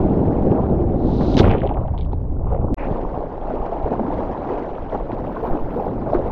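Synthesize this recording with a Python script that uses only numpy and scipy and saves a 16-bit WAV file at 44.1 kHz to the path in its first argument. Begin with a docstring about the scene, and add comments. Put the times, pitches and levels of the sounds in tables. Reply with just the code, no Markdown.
"""White water rumbles and gurgles round a surfboard, its foam hissing up until it hits and the board dives.
The sound drops out, then returns on calm water that gurgles and slaps as the board is paddled.
Shaped noise and swarms of bubbles make the wash, froth and spray; single bubbles, slaps, pressure thumps
and cracks are placed by hand. A wet membrane dulls the bloops, slaps and ticks."""
import sys
import numpy as np
from scipy import signal
from scipy.fft import rfft, irfft
from scipy.io import wavfile
from scipy.ndimage import uniform_filter1d

SR = 44100
rng = np.random.default_rng(int(sys.argv[2]) if len(sys.argv) > 2 else 0)


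def to_wav(sig):
    """Store sig (one row per channel, or 1-D mono) as 16-bit WAV at the path in sys.argv[1].

    Samples outside -1..1 are clipped; the rate is SR.
    """
    pcm = np.clip(np.atleast_2d(sig), -1, 1) * 32767
    pcm = np.round(pcm).astype(np.int16)
    wavfile.write(sys.argv[1], SR, pcm.T)  # frames by channels


N = 278620
# Spectra give only a shape: every coloured sound is brought to rms 1 before its level is applied.


def seconds():
    """Time of every sample, in seconds."""
    return np.arange(N) / SR


def amp(db):
    """Turns decibels into a gain."""
    return 10 ** (np.asarray(db) / 20)


def evened(x):
    """Brings a sound to rms 1."""
    return x / np.sqrt(np.mean(x ** 2) + 1e-20)


def over_hz(points, hz):
    """Reads a spectrum; above its last point an extra 30 dB an octave rolls it off."""
    f, db = np.transpose(points)
    shape_db = np.interp(np.log(hz + 1), np.log(f + 1), db)
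    return shape_db - 30 * np.log2(np.maximum(hz / f[-1], 1))


def over_time(rows, column):
    """Draws a table column as a slightly smoothed automation line."""
    rows = np.asarray(rows)
    line = np.interp(seconds(), rows[:, 0], rows[:, column])
    return uniform_filter1d(line, size=151)


def faded(rows, column):
    """Gain along a dB column, silent outside the table's span apart from 10 ms fades."""
    first, last = rows[0][0], rows[-1][0]
    fade = np.interp(seconds(), [first - .01, first, last, last + .01], [0, 1, 1, 0])
    return fade * amp(over_time(rows, column))


def add(mix, s, sound):
    """Drops a sound into the mix at s seconds."""
    part = mix[round(s * SR):][:len(sound)]
    part += sound[:len(part)]


def coloured(x, spectrum):
    """Gives a sound a spectrum, rms 1."""
    gain = amp(over_hz(spectrum, np.fft.rfftfreq(N, 1 / SR)))
    return evened(irfft(rfft(x) * gain, N))


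def churn(spectrum, size, patchy_db, gusty_db):
    """Noise whose level wanders in patches of time and pitch and flickers over all pitches at once."""
    frames = 4 * N // size + 5
    real, imaginary, patches = rng.standard_normal((frames, size // 2 + 1, 3)).T
    patches = uniform_filter1d(patches, size=5, axis=0)
    patches = evened(uniform_filter1d(patches, size=6, axis=1))
    gusts = evened(uniform_filter1d(rng.standard_normal(frames), size=4))
    grains = (real + 1j * imaginary) * amp(patchy_db * patches + gusty_db * gusts)
    noise = signal.istft(grains, nperseg=size, noverlap=3 * size // 4)[1][:N]
    return coloured(noise, spectrum)


def bubble(hz, t60, rise, soft_s):
    """A softly started, dying sine; its pitch glides by the share rise per second, down if negative."""
    t = np.arange(round(np.clip(t60, .002, .3) * SR)) / SR
    decay = amp(-60 * t / t60)
    onset = 1 - np.exp(-(t / soft_s) ** 2)
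    return decay * onset * np.sin(2 * np.pi * hz * (t + rise * t ** 2 / 2))


def swarm(spectrum, low_hz, high_hz, per_s, turns, spread_db, count=28):
    """Bubbles of many sizes at random moments; most are faint, a few stand out."""
    strength = amp(spread_db * np.minimum(rng.exponential(1, N), 4))
    hits = strength * (rng.random(N) < per_s / SR)
    kind, out = rng.integers(0, count, N), np.zeros(N)
    for k, hz in enumerate(np.geomspace(low_hz, high_hz, count)):
        one = bubble(hz, turns / hz, 0.022 * hz, 1.0 / hz)
        one = one * np.sqrt(hz) / np.linalg.norm(one)
        out += signal.oaconvolve(hits * (kind == k), one)[:N]
    return coloured(out, spectrum)


# level of a thin high sizzle: time_s, level_db
SIZZLE_LEVEL = [(4.8, -104), (5.16, -88), (5.27, -77), (5.42, -75), (5.45, -69), (5.51, -68), (5.58, -84),
                (5.61, -69), (5.67, -79), (5.78, -73), (5.88, -74), (5.98, -97), (6.07, -84), (6.16, -83),
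                (6.19, -87), (6.3, -73)]
SIZZLE_HZ, SIZZLE_WIDE_HZ = 12250, 710


def sizzle():
    """Patchy, flickering noise squeezed into one narrow high band."""
    band = [(SIZZLE_HZ - 3 * SIZZLE_WIDE_HZ, -55), (SIZZLE_HZ - SIZZLE_WIDE_HZ, -14), (SIZZLE_HZ, 0),
            (SIZZLE_HZ + SIZZLE_WIDE_HZ, -4), (SIZZLE_HZ + 3 * SIZZLE_WIDE_HZ, -20), (15800, -26)]
    return faded(SIZZLE_LEVEL, 1) * churn(band, size=128, patchy_db=5.0, gusty_db=1.5)


# surges of water past the board, each lifting the wash: peak_s, lift_db, length_s
SURGES = [(0.556, 2.5, 0.13), (1.392, 10.5, 0.027), (1.635, 7.5, 0.041), (1.708, 9.5, 0.023),
          (1.776, 5.5, 0.048), (1.853, 4.5, 0.018), (1.945, 11.5, 0.009), (2.131, 18, 0.0059),
          (2.516, 6, 0.021), (3.152, 3, 0.055), (3.516, 4.5, 0.07), (3.654, 3, .03), (3.856, 5.5, 0.035),
          (3.924, 12, 0.037), (3.989, 7.5, 0.021), (4.133, 8, 0.26), (4.518, 7, 0.26), (4.936, 9, 0.052),
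          (5.122, 4, 0.03), (5.346, 2.5, 0.036), (5.469, 6, 0.13), (5.773, 5.5, 0.12), (6.078, 4, 0.05),
          (6.132, 4, 0.03), (6.251, 2, 0.045)]
SURGE_RISE = .4  # the rise takes this share of the length


def surges():
    """Lift in dB over time: each surge rises quickly and ebbs more slowly."""
    lift_db = np.zeros(N)
    for s, db, length in SURGES:
        u = (seconds() - s) / length
        lift_db += db * np.where(u < 0, np.exp(-(u / SURGE_RISE) ** 2), np.exp(-u ** 2))
    return lift_db


# a sheet of water sealing the microphone port: start_s, end_s, level_db
SMOTHER = (1.387, 1.398, -12)


def smother():
    """Gain of the wash while the port is sealed: sinks in a few milliseconds, bursts back in one."""
    start, end, db = SMOTHER
    return amp(np.interp(seconds(), [start - .005, start, end, end + .001], [0, db, db, 0]))


# the wash before surges: time_s, buffeting_level_db, roar_level_db, gurgle_level_db, splash_level_db
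WASH_LEVELS = [(0.0, -23.5, -17, -28, -51), (0.54, -26.5, -17, -27.5, -52.5),
               (0.95, -21.5, -18.5, -33, -57), (1.33, -23, -17, -27.5, -53.5), (1.48, -9, -19, -19, -39.5),
               (1.6, -25, -23, -33.5, -64), (1.78, -19.5, -34.5, -31.5, -66),
               (1.92, -20.5, -35, -38, -62.5), (2.3, -24, -32, -42, -70), (2.5, -18.5, -35.5, -30, -68.5),
               (2.75, -20, -20.5, -30.5, -69), (2.77, -25.5, -32.5, -26, -47.5),
               (2.95, -26.5, -28, -27, -50), (3.28, -30.5, -35.5, -31.5, -55.5),
               (3.62, -30, -31.5, -29.5, -52), (3.75, -31.5, -38.5, -27.5, -51),
               (4.0, -28.5, -25, -33.5, -53.5), (4.6, -35, -37, -32, -52), (4.75, -29.5, -37.5, -34.5, -53),
               (5.3, -32, -30, -28.5, -51), (5.72, -27.5, -32.5, -31, -52.5),
               (5.95, -29, -25.5, -30.5, -53.5), (6.32, -25.5, -27.5, -25, -48)]
# pressure lumps on the membrane in the surf: freq_hz, level_db (per Hz)
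BUFFET_SPECTRUM = [(8, 5), (25, 6), (60, 6), (110, 2.5), (200, -10), (400, -77)]
# pressure lumps on calm water: freq_hz, level_db (per Hz)
HEAVE_SPECTRUM = [(8, -13.5), (25, 6.5), (45, -1.5), (80, -12.5), (150, -23), (400, -71)]
# low roar: freq_hz, level_db (per Hz)
ROAR_SPECTRUM = [(50, -5), (100, -2.5), (180, -2.5), (300, -2.5), (450, -9), (800, -16.5), (1500, -96)]
# gurgling round the board: freq_hz, level_db (per Hz)
GURGLE_SPECTRUM = [(120, -12), (280, -5.5), (450, -2.5), (800, -4), (1050, -12), (1400, -25.5),
                   (2000, -53.5), (4000, -91.5)]
# fine splash: freq_hz, level_db (per Hz)
SPLASH_SPECTRUM = [(700, -23.5), (1400, -1), (2200, -11), (3500, -21), (5000, -30.5), (6500, -37),
                   (8000, -53.5), (12000, -78.5)]
SURGE_ROAR, SURGE_SPLASH = 0.12, .7  # shares of the surge lift that reach roar and splash


def gurgle(in_surf):
    """Air and water tumbling round the board: churned noise blended with bubbles."""
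    t = seconds()
    # distant white water blurs into a smoother rush; from the first strike more bubbles stand out
    near = np.where(t < STRIKES[0][0], .4, .75)
    wash = np.sqrt(1 - near ** 2) * churn(GURGLE_SPECTRUM, size=512, patchy_db=2.8, gusty_db=1.8)
    wash += near * swarm(GURGLE_SPECTRUM, 220, 1800, 800, 10, 4)
    wash = evened(wash)
    # submerged: fewer, separate bubbles
    under = in_surf * np.clip((t - 1.5) * 10, 0, 1)
    blips = .6 * wash + .8 * swarm(GURGLE_SPECTRUM, 250, 1800, 400, 8, 3.5)
    return np.sqrt(1 - under) * wash + np.sqrt(under) * blips


def water():
    """Four layers round the board, from pressure lumps on the membrane up to fine splash."""
    lift_db = surges()
    in_surf = seconds() < DROPOUT_S[1]
    surf_lumps = churn(BUFFET_SPECTRUM, size=2048, patchy_db=0.5, gusty_db=0.0)
    calm_lumps = churn(HEAVE_SPECTRUM, size=2048, patchy_db=0.5, gusty_db=0.0)
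    lumps = np.where(in_surf, surf_lumps, calm_lumps)
    roar = churn(ROAR_SPECTRUM, size=1024, patchy_db=1.8, gusty_db=1.6)
    roar += .55 * swarm(ROAR_SPECTRUM, 90, 500, 500, 9, 4)
    splash = churn(SPLASH_SPECTRUM, size=512, patchy_db=2.5, gusty_db=2.2)
    splash += .7 * swarm(SPLASH_SPECTRUM, 1200, 7000, 900, 36, 4.0)
    out = amp(over_time(WASH_LEVELS, 1)) * lumps
    out += amp(over_time(WASH_LEVELS, 2) + SURGE_ROAR * lift_db) * evened(roar)
    out += amp(over_time(WASH_LEVELS, 3) + lift_db) * gurgle(in_surf)
    out += amp(over_time(WASH_LEVELS, 4) + SURGE_SPLASH * lift_db) * evened(splash)
    return out


# wavelets and blobs of water shoving the microphone: peak_s, peak_db, width_s
THUMPS = [(1.3756, -4, 0.001), (1.4, -5, 0.00057), (1.442, -8, 0.00089), (1.55, -7, .0006),
          (1.772, -18, 0.00054), (2.914, -8, 0.0015), (3.061, -17.5, 0.01), (3.177, -8, 0.00062),
          (3.613, -17.5, 0.01), (3.845, -12.5, 0.0061), (3.864, -10.5, .0006), (3.88, -14, 0.00046),
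          (3.9958, -7, .0006), (4.517, -13, 0.00057), (4.527, -17, 0.0005), (4.673, -23, .008),
          (4.73, -20.5, 0.012), (4.83, -21, 0.0056), (4.939, -13, .0006), (4.95, -9, 0.00047),
          (4.96, -11, 0.00057), (5.132, -14, 0.00082), (5.521, -12.5, 0.018), (5.535, -14, .0007),
          (5.633, -17.5, 0.038), (6.178, -14, 0.011), (6.25, -17, 0.0054)]


def thumps():
    """One push of pressure with a small rebound either side."""
    out = np.zeros(N)
    for s, db, wide in THUMPS:
        u = np.arange(-4 * wide, 4 * wide, 1 / SR) / wide
        add(out, s - 4 * wide, amp(db) * (1 - u ** 2) * np.exp(-u ** 2))
    return out


# bursts of froth over the microphone under water, one table each: time_s, level_db
FROTH_BURSTS = [
    [(1.41, -48), (1.445, -39), (1.47, -38.5), (1.5, -41), (1.514, -32), (1.548, -46), (1.58, -46),
     (1.62, -52.5), (1.7, -54), (1.76, -67), (1.82, -70)],
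    [(2.42, -80), (2.48, -69.5), (2.542, -64), (2.59, -68), (2.66, -74), (2.74, -78)],
]
# froth: freq_hz, level_db (per Hz)
FROTH_SPECTRUM = [(900, -40), (1500, -5), (2300, -3), (3000, -6), (3600, -13), (4200, -28), (8000, -71)]
# water draining off the microphone: time_s, level_db
DRAIN_LEVEL = [(2.775, -42), (2.787, -38.5), (2.83, -41), (2.866, -44), (2.885, -62)]
# draining gush: freq_hz, level_db (per Hz)
GUSH_SPECTRUM = [(900, -8), (1300, -3), (1800, -4), (2150, 0), (2550, -1), (2850, -10), (3100, -32)]


def froth():
    """A dense cloud of small bubbles that comes in spurts; on surfacing a narrower gush."""
    cloud = .6 * churn(FROTH_SPECTRUM, size=128, patchy_db=2.0, gusty_db=5)
    cloud += .8 * swarm(FROTH_SPECTRUM, 1300, 4500, 1200, 11, 4)
    gush = churn(GUSH_SPECTRUM, size=256, patchy_db=1.5, gusty_db=1.5)
    bursts = sum(faded(rows, 1) for rows in FROTH_BURSTS)
    return evened(cloud) * bursts + gush * faded(DRAIN_LEVEL, 1)


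# spray of the nearing foam wall, of its collapse, and a late fizz under water, one table each:
# time_s, hiss_level_db, top_level_db
SPRAY_BURSTS = [
    [(0.96, -71, -115), (1.078, -56, -108), (1.2, -50, -92), (1.336, -46, -76), (1.36, -47.5, -74)],
    [(1.405, -35.5, -63), (1.435, -56.5, -65), (1.56, -66, -99)],
    [(1.975, -72.5, -110), (2.02, -69.5, -110), (2.065, -73, -110)],
]
# foam hiss: freq_hz, level_db (per Hz)
FOAM_SPECTRUM = [(1200, -33), (2500, -3), (3900, 7.5), (5000, -2.5), (6500, -10.5), (8000, -24.5),
                 (9500, -58), (16000, -80)]
# top octave of the spray: freq_hz, level_db (per Hz)
TOP_SPECTRUM = [(6000, -28), (8000, -1.5), (10500, -15), (12400, -6), (15500, -18)]


def spray():
    """Foam hiss of noise and tiny bubbles that swells with the wave, with a faint top octave."""
    hiss = .5 * churn(FOAM_SPECTRUM, size=256, patchy_db=1.0, gusty_db=.5)
    hiss += .5 * swarm(FOAM_SPECTRUM, 2000, 8000, 2500, 9, 3.5)
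    hiss = evened(hiss)
    top = churn(TOP_SPECTRUM, size=128, patchy_db=1.5, gusty_db=3)
    return sum(faded(rows, 1) * hiss + faded(rows, 2) * top for rows in SPRAY_BURSTS)


# water striking the camera in separate cracks: start_s, level_db
STRIKES = [(1.368, -21), (1.3764, -19.5), (1.381, -20), (1.3875, -18), (1.39, -18.5), (1.394, -18.5),
           (1.3986, -26.5), (1.434, -41), (1.515, -44), (3.662, -47), (6.141, -44)]
# crack: freq_hz, level_db (per Hz)
CRACK_SPECTRUM = [(700, -4), (1500, 4), (2500, -2.5), (3500, 1), (4800, -3.5), (6500, -14), (8000, -38),
                  (12000, -41.5), (15500, -49.5)]
CRACK_RISE_S, CRACK_T60_S = 0.00055, 0.02


def cracks():
    """Wide noise switched on within about a millisecond by each strike, then dying fast."""
    gain, t = np.zeros(N), np.arange(4096) / SR
    onset = 1 - np.exp(-(t / CRACK_RISE_S) ** 2)
    for s, db in STRIKES:
        add(gain, s, amp(db - 60 * t / CRACK_T60_S) * onset)
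    return gain * coloured(rng.standard_normal(N), CRACK_SPECTRUM)


# big air pockets closing against the board: start_s, level_db, pitch_hz
BLOOPS = [(0.058, -12, 600), (0.34, -21, 603), (0.466, -1.5, 433), (0.514, -0.5, 352), (1.3998, 3, 340),
          (1.44, -0.5, 490), (1.473, -0.5, 204), (1.546, 0.5, 456), (1.638, -4.5, 543), (1.653, -4, 386),
          (1.708, -9, 780), (1.769, -13, 752), (1.848, -12, 630), (1.878, -23, 830), (1.942, -20, 720),
          (2.523, -9.5, 500), (2.543, -8.5, 547), (3.138, -18, 716), (3.477, -16, 610), (3.544, -28, 593),
          (3.503, -11.5, 604), (3.719, -11, 660), (3.855, -11, 466), (3.913, -15.5, 395),
          (3.994, -9, 211.2), (4.077, -16, 278), (4.498, -13.5, 353), (4.514, -17.5, 483),
          (4.573, -16.5, 593), (4.755, -17, 493), (4.775, -22, 1264), (4.944, -17, 592), (5.095, -16, 704),
          (5.204, -17, 480), (5.275, -17, 670), (5.361, -15, 1030), (5.544, -12.5, 295), (5.759, -10, 463),
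          (6.143, -6.5, 336), (6.245, -16, 460)]
BLOOP_T60_SURF_S = 0.036  # white water damps the pockets
BLOOP_T60_CALM_S = 0.076  # at 400 Hz
BLOOP_LONGER = .9  # on calm water low pockets ring longer: t60 goes as pitch to minus this power
SHED_DB, SHED_LATEST_S = -5, .012  # neighbours' level against their pocket, and latest delay


def bloops(out):
    """Pockets ring with rising pitch, and each sheds two shorter neighbours nearby in time and pitch."""
    for (s, db, hz), shed in zip(BLOOPS, rng.random((len(BLOOPS), 2, 2))):
        in_surf = s < DROPOUT_S[0]
        t60 = BLOOP_T60_SURF_S if in_surf else BLOOP_T60_CALM_S * (hz / 400) ** -BLOOP_LONGER
        add(out, s, amp(db) * bubble(hz, t60, 2.9, 0.0038))
        for late, size in shed:
            near_hz = hz * (.85 + .6 * size)
            add(out, s + SHED_LATEST_S * late, amp(db + SHED_DB) * bubble(near_hz, .5 * t60, 3, .002))


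# wet slaps, short spits of noise: start_s, level_db
SLAPS = [(0.516, -37), (1.206, -26.5), (1.438, -15.5), (1.544, -24), (1.878, -39), (3.501, -29),
         (3.662, -30), (3.83, -29), (4.061, -28.5), (4.811, -33), (4.915, -37), (4.947, -31), (5.095, -38),
         (5.361, -36), (5.469, -29.5), (5.526, -28), (6.143, -20.5)]
SLAP_HZ, SLAP_SPREAD = 1090, .08  # typical pitch, and its random scatter as a share
SLAP_RISE_S, SLAP_T60_S = .003, 0.082


def slap(hz, t60, noise):
    """Noise around a centre pitch with a quick rise and a short tail."""
    t = np.arange(len(noise)) / SR
    band = signal.butter(3, [0.41 * hz, 1.19 * hz], "bandpass", fs=SR, output="sos")
    onset = 1 - np.exp(-(t / SLAP_RISE_S) ** 2)
    return evened(signal.sosfilt(band, noise)) * amp(-60 * t / t60) * onset


def slaps(out):
    """Each slap is a fresh spit of noise at a slightly scattered pitch."""
    for (s, db), noise in zip(SLAPS, rng.standard_normal((len(SLAPS), 4097))):
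        hz = SLAP_HZ * (1 + SLAP_SPREAD * noise[0])
        add(out, s, amp(db) * slap(hz, SLAP_T60_S, noise[1:]))


# small bubbles snapping at the microphone port: start_s, level_db, pitch_hz
TICKS = [(0.465, -35.5, 2600), (0.516, -27.5, 2600), (0.547, -31, 1600), (0.577, -31, 1490),
         (1.298, -39, 4800), (1.3423, -20, 3430), (1.3945, -20, 1900), (1.3975, 0, 1190), (1.406, -9, 3370),
         (1.428, -21, 2400), (1.453, -10, 2000), (1.509, -21, 1500), (1.513, -10, 2470),
         (1.5135, -29, 4700), (1.536, -11, 1800), (1.549, -16, 1600), (1.5826, -21, 2870),
         (1.605, -24, 3100), (1.599, -32, 3300), (1.618, -14, 1820), (1.6337, -33, 3500),
         (1.636, -29, 2300), (1.6656, -28, 3420), (1.6737, -20, 3120), (1.692, -23, 2700),
         (1.7207, -40, 2800), (1.7399, -31, 2900), (1.746, -28, 2200), (1.772, -23, 1500),
         (1.81, -44, 2000), (1.862, -37, 2000), (1.8778, -37.5, 3100), (1.904, -46.5, 1930),
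         (1.9782, -24, 3300), (1.9863, -27.5, 3780), (1.994, -34, 3090), (2.01, -24.5, 3570),
         (2.0182, -33, 3630), (2.0224, -36, 3300), (2.0304, -35, 3320), (2.0484, -35, 2930),
         (2.0564, -43, 3720), (2.123, -41, 3530), (2.132, -38, 4080), (2.144, -47, 3900),
         (2.185, -50, 2200), (2.257, -51, 1790), (2.299, -44, 2000), (2.317, -52, 3200),
         (2.448, -44.5, 2200), (2.475, -45, 2700), (2.459, -41, 1690), (2.504, -32.5, 1500),
         (2.527, -33, 1800), (2.547, -29, 1880), (2.564, -36, 2210), (2.577, -38, 2010), (2.614, -44, 2610),
         (3.483, -33, 1790), (3.6626, -33, 2600), (4.141, -34, 3440), (4.204, -44, 3970),
         (4.315, -40, 5360), (4.4837, -32, 2100), (4.753, -33, 3000), (4.8135, -35, 1500),
         (4.898, -33, 3320), (5.1183, -24, 2200), (5.127, -42, 4300), (5.268, -30, 2600), (5.88, -42, 3830),
         (6.075, -47, 3620), (6.141, -37, 3900)]
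AFTER_RING_DB = -15  # against the snap


def ticks(out):
    """A few-millisecond snap of falling pitch, with a lower, fainter after-ring."""
    for s, db, hz in TICKS:
        add(out, s, amp(db) * bubble(hz, 0.004, -30.5, 0.00038))
        add(out, s + .001, amp(db + AFTER_RING_DB) * bubble(.63 * hz, .016, 4, .0012))


def pockets():
    """Single bloops, slaps and ticks; the wet membrane dulls every snap."""
    out = np.zeros(N)
    bloops(out)
    slaps(out)
    ticks(out)
    membrane = signal.butter(4, 5200, fs=SR, output="sos")
    return signal.sosfilt(membrane, out)


def scene():
    """Sums the layers from background to foreground; only the wash is smothered."""
    wash = smother() * water()
    mix = sizzle() + wash + thumps() + froth() + spray() + cracks() + pockets()
    return mix[None]


# the dropout: stop_s (stops dead), start_s (starts to return), full_s (back in full)
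DROPOUT_S = (2.7438, 2.764, 2.795)
EDGE_HZ = 15800  # upper band limit


def record(dry):
    """The sound stops dead and fades back in; then hard limiting, a very faint noise floor, a band limit."""
    stop, start, full = DROPOUT_S
    t = seconds()
    # the stop is a click: a quick pull to one side, then a jump to rest
    snap = (t < stop) * np.exp(np.minimum(t - stop, 0) / .0004)
    comeback = np.sin(np.pi / 2 * np.clip((t - start) / (full - start), 0, 1)) ** 2
    gate = np.where(t < stop, 1 - snap, comeback)
    # soft start and end
    to_edge = np.minimum(t, t[::-1])
    gate *= np.sin(np.pi / 2 * np.minimum(to_edge / .002, 1)) ** 2
    out = np.clip(dry * gate - amp(-21) * snap, -.94, .94)
    out = out + amp(-104) * rng.standard_normal(N)
    band_limit = signal.firwin(511, EDGE_HZ, window=("kaiser", 9), fs=SR)
    return signal.oaconvolve(out, band_limit[None], "same")


dry = scene()
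out = record(dry)
to_wav(out)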